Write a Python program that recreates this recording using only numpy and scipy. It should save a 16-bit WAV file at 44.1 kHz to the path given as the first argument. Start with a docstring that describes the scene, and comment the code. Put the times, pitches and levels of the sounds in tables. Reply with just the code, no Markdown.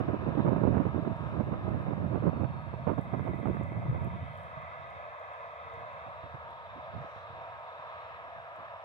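"""A potato harvester and trucks work far across a field: diesel combustion gives a steady roar with
a few engine orders, and steel parts ring at their resonances. Turbulent wind buffets the hand-held
microphone, mostly its right port, and drops after four seconds. The microphone swings towards the
trucks and back, so diffraction round its case recolours the machines. Friction of the fingers on
the case adds faint ticks, creaks and slides."""
import sys
import numpy as np
from scipy import signal
from scipy.fft import rfft, irfft, next_fast_len
from scipy.io import wavfile
from scipy.ndimage import uniform_filter1d

SR = 44100
rng = np.random.default_rng(int(sys.argv[2]) if len(sys.argv) > 2 else 0)


def transcribe(u):
    """Save the signal u as a 16-bit wav file named by the first command-line argument.

    u: samples, shape (n,) or (channels, n), limited to [-1, 1]; the rate is SR.
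    q: integer samples, one column per channel.
    """
    v = np.clip(np.atleast_2d(u).T, -1, 1)
    q = np.round(v * 32767).astype(np.int16)
    wavfile.write(sys.argv[1], SR, q)


N = 389844


def undb(db):
    """Decibels to amplitude gain."""
    return 10 ** (np.asarray(db) / 20)


def unit(x):
    """Normalisation to rms 1."""
    return x / np.sqrt(np.mean(x ** 2, axis=-1, keepdims=True) + 1e-20)


def curve(rows):
    """Linear interpolation of a table in time."""
    return np.interp(np.arange(N) / SR, *np.transpose(rows))


def across(hz, rows, column=1):
    """Linear interpolation of a table column in log frequency."""
    rows = np.array(rows)
    return np.interp(np.log(hz + 1), np.log(rows[:, 0]), rows[:, column])


def colour(x, spectrum):
    """Spectral shaping by (frequency [Hz], gain [dB]), at rms 1."""
    size = next_fast_len(N)
    gain = undb(across(np.arange(size // 2 + 1) * SR / size, spectrum))
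    return unit(irfft(rfft(x, size) * gain, size)[..., :N])


def bumps(hz, rows):
    """Gaussian peaks and dips summed into one response in dB."""
    return sum(db * np.exp(-((hz - centre) / width) ** 2) for centre, width, db in rows)


def noise():
    """Uncorrelated white noise for the two ports."""
    return rng.standard_normal((2, N))


def grains(rate, spread_db):
    """Shot noise: rate impulses a second at each port, a few much larger than the rest."""
    kicks = (rng.random((2, N)) < rate / SR) * noise()
    return kicks * undb(spread_db * np.minimum(rng.exponential(size=N), 4))


def walk(rate):
    """Random modulation: rate values a second, linearly joined, with a spread near 1."""
    levels = rng.standard_normal(size=2048)
    return np.interp(np.arange(N) * (rate / SR), np.arange(len(levels)), levels) * np.sqrt(3 / 2)


def ring(x, hz, q, stages=1):
    """Resonance: identical second-order resonators in cascade."""
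    for _ in range(stages):
        x = signal.lfilter(*signal.iirpeak(hz, q, fs=SR), x)
    return x


def rattle(modes, shake):
    """Forced vibration: each mode is driven by its own noise, scaled by shake."""
    return unit(sum(undb(db) * ring(noise() * shake, hz, hz / width / 2, stages=2)
                    for hz, width, db in modes))


def swell(at, length):
    """A cosine window reaching length s either side of at: its samples and its shape."""
    i = np.arange(max(int((at - length) * SR), 0), min(int((at + length) * SR), N))
    return i, np.cos(np.pi / 2 * (i / SR - at) / length)


def sides(pan_db):
    """Constant-power gains for a level difference, left minus right."""
    gains = undb([[pan_db / 2], [-pan_db / 2]])
    return gains / np.sqrt(np.mean(gains ** 2))


# self-noise spectrum (frequency [Hz], level [dB])
HISS_SPECTRUM = [(3000, 3), (5500, 5), (7000, 2), (7900, 7), (9000, 2), (10500, -1), (15500, 1)]
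def hiss(level_db=-84.5):
    """Self-noise: the microphone adds a steady hiss."""
    return colour(noise(), HISS_SPECTRUM) * undb(level_db)


# breeze spectrum (frequency [Hz], level [dB])
BREEZE_SPECTRUM = [(25, -32), (40, -36), (60, -8), (85, -13.5), (120, -5), (170, -10), (270, -14.5),
                   (360, 2), (450, -12.5), (2000, -75.5)]
def breeze(level_db=-73.0):
    """Flow noise: a light breeze murmurs at the ports without a break."""
    return colour(noise(), BREEZE_SPECTRUM) * undb(level_db + 3 * walk(12)) * sides(-2.5)


# shifts of skin on the case (time [s], half-length [s], level [dB])
SKIN_SHIFTS = [(.07, .04, -84), (.56, .09, -86), (1.027, 0.044, -83), (1.13, .06, -88), (1.45, 0.07, -86),
               (1.71, .04, -85), (1.82, .07, -84.5), (2.422, 0.064, -86), (2.58, .07, -89),
               (2.93, .07, -85), (3.033, 0.045, -79), (3.26, .13, -82), (3.44, .11, -80.5),
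               (3.555, .025, -79), (3.65, .05, -85), (3.98, .12, -86), (4.4, .09, -83), (5.79, .04, -85)]
def rustles(pan_db=-5):
    """Stick-slip friction: dry skin catches and lets go in a fine, bright grit."""
    grit = colour(grains(900, 2.2), [(3000, -9.5), (6800, -10), (8300, 0), (10500, -4.5), (15000, -1)])
    out = np.zeros((2, N))
    for at, length, db in SKIN_SHIFTS:
        i, shape = swell(at, length)
        out[:, i] += unit(grit[:, i]) * shape * undb(db)
    return out * sides(pan_db)


# creak of the grip (time [s], level [dB])
CREAK_LEVEL = [(0, -99.5), (.55, -88.5), (1.0, -93.5), (1.75, -90), (2.1, -90.5), (2.85, -91.5),
               (3.05, -88), (3.55, -87), (4.25, -92), (4.4, -84), (4.56, -100)]
# finger slides (time [s], half-length [s], level [dB], centre [Hz], quality factor [1])
FINGER_SLIDES = [(1.25, 0.17, -88, 7360, 2.6), (4.094, 0.5, -92, 9100, 14), (4.415, 0.17, -88, 9600, 8),
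                 (7.12, 0.16, -83, 5460, 4.6)]
def grip(pan_db=-4):
    """Friction: the turning hand creaks in fine grains, and fingers slide with a thin swish."""
    spectrum = [(3000, -13.5), (6500, -9.5), (8200, 18.5), (10500, 10.5), (15000, 4.0)]
    out = colour(grains(1000, 2.0), spectrum) * undb(curve(CREAK_LEVEL))
    skin = noise()
    for at, length, db, hz, q in FINGER_SLIDES:
        i, shape = swell(at, length)
        out[:, i] += unit(ring(skin[:, i], hz, q)) * shape * undb(db)
    return out * sides(pan_db)


# finger ticks (time [s], relative peak [dB], resonance [Hz])
FINGER_TICKS = [(1.107, -73, 7520), (1.166, -68, 8880), (1.686, -65, 8000), (1.825, -70, 11000),
                (2.602, -78, 12000), (2.982, -70, 9000), (3.013, -65, 11000), (3.039, -69, 9000),
                (3.186, -63, 8380), (3.281, -60, 8400), (3.355, -64, 8000), (3.403, -68, 9050),
                (3.481, -63, 8500), (3.513, -71, 13900), (3.553, -65, 7650), (3.635, -61, 8600),
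                (3.666, -71, 8000), (4.022, -68, 7500), (4.046, -55, 13300), (4.07, -66, 7600),
                (4.374, -64, 8900), (4.434, -67, 9300), (4.619, -68, 8250), (4.904, -68, 9080),
                (5.198, -69, 7860), (5.334, -69, 9500), (5.738, -65, 8300), (5.931, -66, 8210),
                (6.506, -65, 8900), (8.562, -64, 9000)]
def ticks(gain_db=3, decay_s=0.00099, q=1.7, pan_db=-10.0, bright_db=-5):
    """Impulse excitation: skin snaps on the case with a bright crack and a heavily damped ring."""
    out, t = np.zeros((2, N)), np.arange(SR // 50) / SR
    highpass = signal.butter(4, 7000, "high", fs=SR, output="sos")
    for at, db, hz in FINGER_TICKS:
        crack = rng.standard_normal((2, len(t))) * np.exp(-t / decay_s)
        snap = ring(crack, hz, q, stages=2) + undb(bright_db) * signal.sosfilt(highpass, crack)
        i = int(at * SR)
        out[:, i:i + len(t)] += snap / np.abs(snap.mean(axis=0)).max() * undb(db + gain_db)
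    return out * sides(pan_db)


# wind strength at the right port, and the share of small eddies (time [s], level [dB])
WIND_LEVEL = [(0, -33.5), (.65, -29), (1.2, -36.5), (1.4, -32), (1.85, -29.5), (2.3, -31), (2.62, -35),
              (3.05, -34), (3.5, -32.5), (3.78, -34), (4.0, -31.5), (4.22, -38.5), (4.4, -52), (4.9, -55),
              (5.35, -73), (5.8, -57.5), (6.6, -59), (7.02, -58.5), (7.9, -67.5), (8.6, -67.5)]
TURBULENCE_LEVEL = [(0, 2), (.7, 3), (1.3, 1), (2.0, -1), (2.6, -3.5), (3.4, -3.5), (3.9, -4), (4.4, -5),
                    (5.2, -9), (6, -4), (8.84, -2)]
# shelter of the left port in the lee of the case (time [s], left minus right [dB])
LEE_SHELTER = [(0, -8.5), (3.1, -11), (4.0, -6), (8.84, -4.5)]
# spectra of slow pressure, rolling air, eddies and their tearing (frequency [Hz], level [dB])
RUMBLE_SPECTRUM = [(25, -39.5), (40, -45), (55, -21.5), (75, -9), (120, 7.5), (170, 3.5), (260, -10.5),
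                   (400, -37), (900, -61.5), (5000, -120)]
ROLL_SPECTRUM = [(25, -43), (42, -43.5), (62, -5.5), (85, 4.5), (115, -1.5), (160, -7), (300, -36.5),
                 (3000, -120)]
EDDY_SPECTRUM = [(50, -36.5), (110, -4.5), (180, -1.5), (260, -3), (350, -5.5), (450, -13.5), (600, -15),
                 (800, -43.5), (1300, -32.5), (3000, -63.5), (9000, -120)]
TEAR_SPECTRUM = [(100, -28), (250, -11.5), (520, 6.5), (700, 6), (800, -1), (980, 3), (1300, -8),
                 (1900, -20.5), (2600, -24.5), (4000, -52), (7000, -76.5), (14000, -110)]
def wind(rumble_db=-2, roll_db=-7, eddy_db=-5, tear_db=-9, strong_db=-30, steepness=0.73):
    """Turbulent pressure: each port rumbles on its own, and eddies tear off louder in stronger flow."""
    strength = undb(curve(WIND_LEVEL))
    # strong wind blows without a break, light wind comes in puffs
    lightness = 1 - np.minimum(strength / undb(strong_db), 1)
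    gusts = unit(undb(np.tanh([walk(17), walk(16)]) + 4 * lightness * np.tanh(walk(11))))
    blow = strength * gusts * undb([curve(LEE_SHELTER), np.zeros(N)])
    force = (blow / undb(strong_db)) ** steepness
    churn = 2 * np.tanh(np.array([walk(55), walk(55)]) / 2)
    rumble = unit(colour(noise(), RUMBLE_SPECTRUM) * undb(3 * churn))
    # slow air rolls in larger eddies, so weak wind sounds deeper
    roll = colour(noise(), ROLL_SPECTRUM) / np.sqrt(force)
    kicks = grains(1500, 0.23) * undb(4 * churn)
    eddies = colour(kicks, EDDY_SPECTRUM) + force * undb(tear_db) * colour(kicks, TEAR_SPECTRUM)
    eddies *= force * undb(eddy_db + curve(TURBULENCE_LEVEL))
    return blow * (undb(rumble_db) * rumble + undb(roll_db) * roll + eddies)


# deep push of a slow buffet (frequency [Hz], level [dB])
PUSH_SPECTRUM = [(25, -45.5), (42, -35), (60, -15.5), (85, 3), (120, 7.5), (170, -3.5), (260, -24.5),
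                 (400, -35.5), (900, -60), (5000, -120)]
# large eddies (start [s], length [s], level [dB], left minus right [dB], tearing [dB], depth [0-1])
LARGE_EDDIES = [(0.001, 0.01, -22, -22.5, -11, 0), (0.082, 0.015, -21.5, -11, -16, 0),
                (0.131, 0.021, -21.5, -33, -17, 0), (0.263, 0.024, -21.5, -28, -23, 0.6),
                (0.373, 0.029, -17.5, -27, -15.5, 0.04), (0.411, 0.024, -28.5, -12, -19, 0.06),
                (0.444, 0.046, -21, -8, -11, 0.02), (0.506, 0.037, -21, -19, -14, 0),
                (0.561, 0.021, -24, -21.5, -11, 0), (0.615, 0.013, -20.5, -36, -26, 0),
                (0.633, 0.032, -23, -30, -8.5, 0.3), (0.673, 0.012, -17, -30, -17, 0.13),
                (0.702, 0.019, -19.5, -27, -26, 0.4), (0.74, 0.04, -21.5, -36, -11, 0),
                (0.798, 0.026, -19, -25, -17.5, 0.07), (0.853, 0.016, -22, -33, -13, 0.34),
                (0.945, 0.017, -21, -26, -21, 0.17), (0.978, 0.013, -22, -28, -26, .1),
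                (1.022, 0.012, -24.5, -27, -18, 0.7), (1.047, 0.029, -24, -27, -14, 0.1),
                (1.095, 0.028, -24.5, -30, -32, 0.63), (1.324, 0.062, -28.5, -20, -12.5, 0.65),
                (1.396, 0.015, -28.5, -23, -4.5, 0.3), (1.486, 0.058, -29, -23, -8, 0.13),
                (1.68, 0.024, -28, -27, -12, 0.3), (1.705, 0.064, -26, -16, -17, 0.9),
                (1.861, 0.019, -43, -12, 8, 0.7), (1.913, 0.02, -23, -23, -14.5, 0.7),
                (2.05, 0.023, -28, -18, -17, 0.6), (2.126, 0.052, -25, -45, -11, 0.16),
                (2.222, 0.047, -21.5, -32, -17, 0), (2.267, 0.024, -19, -17, -16.5, 0.3),
                (2.329, 0.0098, -26, -18, -16, 0.2), (2.359, 0.061, -26, -21, -15.5, 0.53),
                (2.422, 0.028, -26, -29, -10.5, 0.3), (2.73, 0.012, -28, -21, -12, 0.94),
                (2.868, 0.03, -21.5, -34, -4, 0.8), (2.911, 0.023, -25, -28, -13, 0.15),
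                (2.976, 0.018, -25, -26, -8.5, 0.26), (3.125, 0.023, -22, -30, -10.5, 0.56),
                (3.2, 0.0059, -27.5, -10, -18, 0.6), (3.262, 0.014, -32.5, -27, 1.5, 0),
                (3.287, 0.02, -28.5, -9, -20, 0), (3.333, 0.005, -27.5, -11, -16, 0.1),
                (3.427, 0.01, -25, -33, -16, 0.13), (3.454, 0.02, -22.5, -37, -10.5, 0.23),
                (3.481, 0.03, -23, -12, -20, 0.4), (3.543, 0.005, -27.5, -5, -12, 0.1),
                (3.609, 0.0057, -31, -23, -11, 0.14), (3.811, 0.022, -29.5, -11, -12.5, 1),
                (3.854, 0.014, -27, -6, -17, 0.94), (3.88, 0.034, -30.5, 5.5, -22, 1),
                (3.944, 0.016, -29.5, -8, -5.5, 1), (4.008, 0.025, -38.5, -3, -5, 0.97),
                (4.055, 0.0092, -42, -15, -4, 0.5), (4.145, 0.02, -44, 1, -34, 1),
                (4.214, 0.022, -30.5, -12, -28, 1), (4.567, 0.017, -38, -11, -29, 1),
                (5.771, 0.06, -45, -17, -34, 0.93), (5.982, 0.027, -69, -14, -32, 0.8),
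                (6.064, 0.021, -43.5, -22, -28, 0.66), (6.233, 0.025, -40, -13, -18, 0.53),
                (6.338, 0.017, -38, -9, -13, 0.7), (6.754, 0.033, -44, -36, -24, 0),
                (6.934, 0.032, -33, -13, -36, 0.9), (6.979, 0.041, -37.5, -3, -30, 0.98),
                (7.042, 0.006, -41.5, -18, -27, 0.2), (7.161, 0.018, -42, -26, -30, 1),
                (7.293, 0.016, -49, 0, -30, 0.96), (7.326, 0.011, -43.5, -12, -30, 0.98),
                (7.79, 0.018, -54, -17, -30, 0.5), (8.244, 0.042, -57.5, -13, -16, 0.3),
                (8.362, 0.032, -49, -8, -25, 1), (8.586, 0.04, -51, -8, -17, 0.5)]
def buffets(body_db=-3.5, tear_db=-1, crest=0.65, attack_s=0.0011, release_s=0.0052):
    """Flow separation: large eddies hit the ports in fluttering thumps whose crests tear raggedly."""
    out = np.zeros((2, N))
    thump, push = colour(noise(), EDDY_SPECTRUM), colour(noise(), PUSH_SPECTRUM)
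    tearing = colour(grains(2000, 0.72) * undb(2 * walk(70)), TEAR_SPECTRUM)
    flutter = unit(undb(3 * np.tanh(walk(110))))
    for at, length, db, pan_db, edge_db, depth in LARGE_EDDIES:
        t = np.arange(int((length + 9 * release_s) * SR)) / SR
        i = int(at * SR) + np.arange(len(t))
        shape = np.tanh((t / attack_s) ** 2) / np.cosh(np.maximum(t - length, 0) / release_s)
        flap = undb(np.exp(-t / 0.0055))  # a brief 1 dB lift as the flow breaks away
        body = np.sqrt(1 - depth) * unit(thump[:, i]) + np.sqrt(depth) * unit(push[:, i])
        tear = tearing[:, i] * flap * (1 - crest + crest * np.hypot(body, 0.5))
        envelope = shape * flap * flutter[i]
        blow = undb(body_db) * unit(body * envelope) + undb(edge_db + tear_db) * unit(tear * envelope)
        out[:, i] += blow * np.sqrt(np.mean(shape ** 2)) * undb([[db + pan_db], [db]])
    return out


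# single eddies at the right port (time [s], relative peak [dB], pitch [Hz])
SINGLE_EDDIES = [(0.15, -29, 350), (0.2769, -15.5, 380), (0.376, -19, 330), (0.4587, -16, 380),
                 (0.6383, -18, 280), (0.653, -9.5, 254), (0.679, -10, 228), (0.77, -12, 330),
                 (0.8675, -20.5, 400), (0.9463, -21, 420), (1.4072, -17.5, 380), (1.6808, -19.5, 400),
                 (2.2683, -30, 560), (2.4356, -15, 330), (2.7397, -25, 454), (2.9032, -19, 450),
                 (2.9922, -26, 453), (3.1331, -34, 600), (3.1445, -26, 550), (3.1957, -21, 605),
                 (3.2912, -32, 520), (3.356, -41, 600), (3.4, -25, 550), (3.4844, -16.5, 395),
                 (3.57, -23, 750), (3.6119, -21.5, 450), (3.7219, -23, 350), (4.073, -30, 420)]
def slaps(gain_db=-1, pan_db=-24, skew=0.5):
    """Pressure transients: an eddy gives a steep crest between two shallow troughs, the second slower."""
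    out, t = np.zeros((2, N)), np.arange(-SR // 80, SR // 80) / SR
    for at, db, hz in SINGLE_EDDIES:
        phase = np.pi * hz * t
        phase *= 1 - skew * np.tanh(phase)
        pulse = (1 - 2 * phase ** 2) * np.exp(-phase ** 2)
        i = int(at * SR) - len(t) // 2
        out[:, i:i + len(t)] += pulse * undb(db + gain_db) * undb([[pan_db], [0]])
    return out


# thin whines of the machines, and a last brief swish in the treble (time [s], half-length [s], level [dB],
# centre [Hz], quality factor [1])
NARROW_WHINES = [(2.505, 0.6, -81, 4300, 45), (4.298, 0.36, -68, 3100, 9), (7.122, .2, -89, 5800, 25)]
def whines():
    """Sharp resonance: belts and bearings sing in a narrow band that swells and fades; near 7.1 s a thin swish
    rises briefly around 5.8 kHz."""
    out, rub = np.zeros((2, N)), noise()
    for at, length, db, hz, q in NARROW_WHINES:
        i, shape = swell(at, length)
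        out[:, i] += unit(ring(rub[:, i], hz, q, stages=2)) * shape * undb(db)
    return out


# modes of the steel conveyor (frequency [Hz], width [Hz], level [dB])
CONVEYOR_MODES = [(2670, 60, -4.5), (3340, 51, -1), (3605, 38, 1), (3672, 30, 0), (3930, 88, -5),
                  (4275, 27, -10), (4660, 80, -22.5), (4920, 62, -19.5)]
# its rasp, varying with load and as the microphone turns (time [s], level [dB])
CONVEYOR_LEVEL = [(0, -69.5), (1.0, -74.5), (1.5, -73.5), (2.1, -81), (3.0, -75.5), (4.0, -74),
                  (5.8, -73.5), (6.6, -68.5), (7.3, -66), (8.2, -71.5), (8.84, -70.5)]
def conveyor(shake_db=3.0, surge_db=0.3):
    """Modal vibration: the harvester's chains rasp and jingle unevenly in a few ringing bands."""
    jingle = rattle(CONVEYOR_MODES, undb(shake_db * np.tanh(walk(18))))
    return jingle * undb(curve(CONVEYOR_LEVEL) + surge_db * walk(2.3))


# aim of the microphone (time [s], turn [0 = harvester, 1 = trucks])
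AIM = [(0, 0.031), (1.8, 0.011), (2.85, 0.48), (3.22, 0.65), (4.3, 0.92), (5.8, 0.84), (6.35, 0.22),
       (8.84, 0.092)]
# modes of the truck's engine block (frequency [Hz], width [Hz], level [dB])
BLOCK_MODES = [(1992, 42, 5), (2084, 54, 2), (2210, 61, 1.5), (2450, 160, -10.5), (3120, 64, -16),
               (3150, 110, -20)]
# surges of its rasp (time [s], level [dB])
RASP_LEVEL = [(3.0, -60), (3.27, -55.5), (3.5, -62), (3.73, -55.5), (4.0, -60.5), (4.25, -57.5),
              (4.45, -65), (4.65, -58), (5.3, -61.5), (5.9, -63)]
def truck_rasp(shake_db=1.0, facing_turn=0.59, turn_width=0.039):
    """Structural resonance: the shaken engine block rings, heard while the microphone faces it."""
    facing = (1 + np.tanh((curve(AIM) - facing_turn) / turn_width / 2)) / 2
    return rattle(BLOCK_MODES, undb(shake_db * walk(40))) * undb(curve(RASP_LEVEL)) * facing


# harvester tones (order [multiple of the crankshaft rate], level [dB])
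DIESEL_ORDERS = [(12.5, -67), (15.25, -64.5), (16, -65), (17, -66.5), (17.5, -65.5), (18, -60), (20, -68.5),
                 (22, -67.5), (25, -58.5), (25.5, -65), (27, -67), (33.5, -63.5)]
def engine_tones(turns, gain_db=-0.5, fade_db=3, wander_rad=0.6, roughness=0.3):
    """Modulation: uneven firing roughens the engine orders; moving air makes each fade and waver."""
    out = 0
    for order, db in DIESEL_ORDERS:
        amplitude = np.sqrt(2) * undb(db + gain_db + fade_db * walk(3)) * (1 + roughness * walk(37))
        out += amplitude * np.sin(2 * np.pi * order * turns + wander_rad * walk(12))
    return out


# far sound at the ports (frequency [Hz], left lead facing the harvester [ms], coherence [0-1])
PORT_PAIR = [(302, 0.062, 0.55), (700, 0.14, 1), (1190, 0.18, 0.75), (1720, 0.23, 0.79), (2190, 0.29, 0.47),
             (2830, 0.2, 0), (3240, 0.18, 0.5), (5000, .2, 0.3)]
# peaks and shadows of the case when facing each source (frequency [Hz], width [Hz], gain [dB])
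FACING_TRUCKS = [(890, 78, -4.5), (1500, 220, 2), (2510, 150, 3), (2920, 130, -9), (3440, 64, -3.5),
                 (3620, 80, 0), (3920, 230, -5), (5500, 590, 2)]
FACING_HARVESTER = [(1830, 44, 6.5), (2010, 69, 2.5), (2213, 100, 3), (2534, 110, 2), (2980, 76, 2.5),
                    (3440, 60, -7.5), (3730, 46, -2.5), (4130, 62, -0.5), (5470, 450, 4.5)]
def reach_ports(broadband, tones, flicker_db=1.0, ripple_db=1.58, lead_growth=0.58, left_db=-0.5):
    """Scattering and diffraction: the field decorrelates the ports; the turning case colours the sound."""
    hz, times, (direct, scattered, tonal) = signal.stft(np.vstack([broadband, tones]), SR, nperseg=1024)
    hz, turn = hz[:, None], np.interp(times, *np.transpose(AIM))
    coherence = across(hz, PORT_PAIR, column=2)
    mid = direct * np.sqrt((1 + coherence) / 2) + tonal
    side = scattered * np.sqrt((1 - coherence) / 2)
    lead_s = across(hz, PORT_PAIR) / 1000 * (1 + lead_growth * turn)
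    ports = np.array([(mid + side) * undb(left_db), (mid - side) * np.exp(-2j * np.pi * hz * lead_s)])
    case_db = turn * bumps(hz, FACING_TRUCKS) + (1 - turn) * bumps(hz, FACING_HARVESTER)
    # steel panels add many small resonances in the treble
    panels = rng.standard_normal(hz.shape) * (hz > 1000)
    # turbulence on the way lets neighbouring bands swell and fade together
    patches = uniform_filter1d(rng.standard_normal(direct.shape), size=9, axis=0)
    patches = unit(uniform_filter1d(patches, size=14, axis=1))
    return signal.istft(ports * undb(case_db + ripple_db * panels + flicker_db * patches), SR)[1][:, :N]


# speed of the harvester's crankshaft (time [s], rate [turns/s])
CRANK_RATE = [(0, 37.15), (3, 37.2), (5, 37.25), (6.5, 37.15), (8, 37.25), (8.84, 37.15)]
# roar of the far machines (time [s], level [dB])
ROAR_LEVEL = [(0, -55.5), (1.3, -56.5), (2.2, -57.5), (2.8, -58.5), (3.5, -58.5), (4.3, -57), (4.7, -56),
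              (5.3, -56), (5.9, -55), (6.6, -58), (7.1, -56.5), (7.7, -56.5), (8.1, -55), (8.84, -57.5)]
# its spectrum after the path over the ground (frequency [Hz], level [dB])
ROAR_SPECTRUM = [(200, -42.5), (400, -24), (500, -7), (660, 2.5), (865, -6), (960, 0.5), (1120, -2),
                 (1260, -1), (1430, -11.5), (1650, -4.5), (1900, -16), (2550, -18), (2800, -22.5),
                 (3000, -25), (3650, -23), (4400, -39.5), (7000, -52.5), (14000, -82)]
def machines(roar_db=11, throb=0.029, tones_away_db=-1.5):
    """Incoherent summation: diesel clatter and conveyors merge in a roar throbbing with the crank."""
    turns = np.cumsum(curve(CRANK_RATE)) / SR
    pulse = 1 + throb * np.cos(2 * np.pi * turns)
    roar = colour(noise(), ROAR_SPECTRUM) * pulse * undb(curve(ROAR_LEVEL) + roar_db + 0.5 * walk(7))
    broadband = roar + truck_rasp() + conveyor() + whines()
    tones = engine_tones(turns) * undb(tones_away_db * curve(AIM))
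    return reach_ports(broadband, tones)


def scene():
    """Superposition: the noise floor, the far machines, wind on the ports and the hand on the case."""
    floor = breeze() + hiss()
    return floor + machines() + wind() + buffets() + slaps() + ticks() + grip() + rustles()


def record(dry):
    """Band limiting: the recorder cuts the deepest rumble and the highest treble."""
    x = signal.sosfilt(signal.butter(4, 48, "high", fs=SR, output="sos"), dry)
    return signal.sosfilt(signal.ellip(10, 0.2, 70, 15700, fs=SR, output="sos"), x)


dry = scene()
out = record(dry)
transcribe(out)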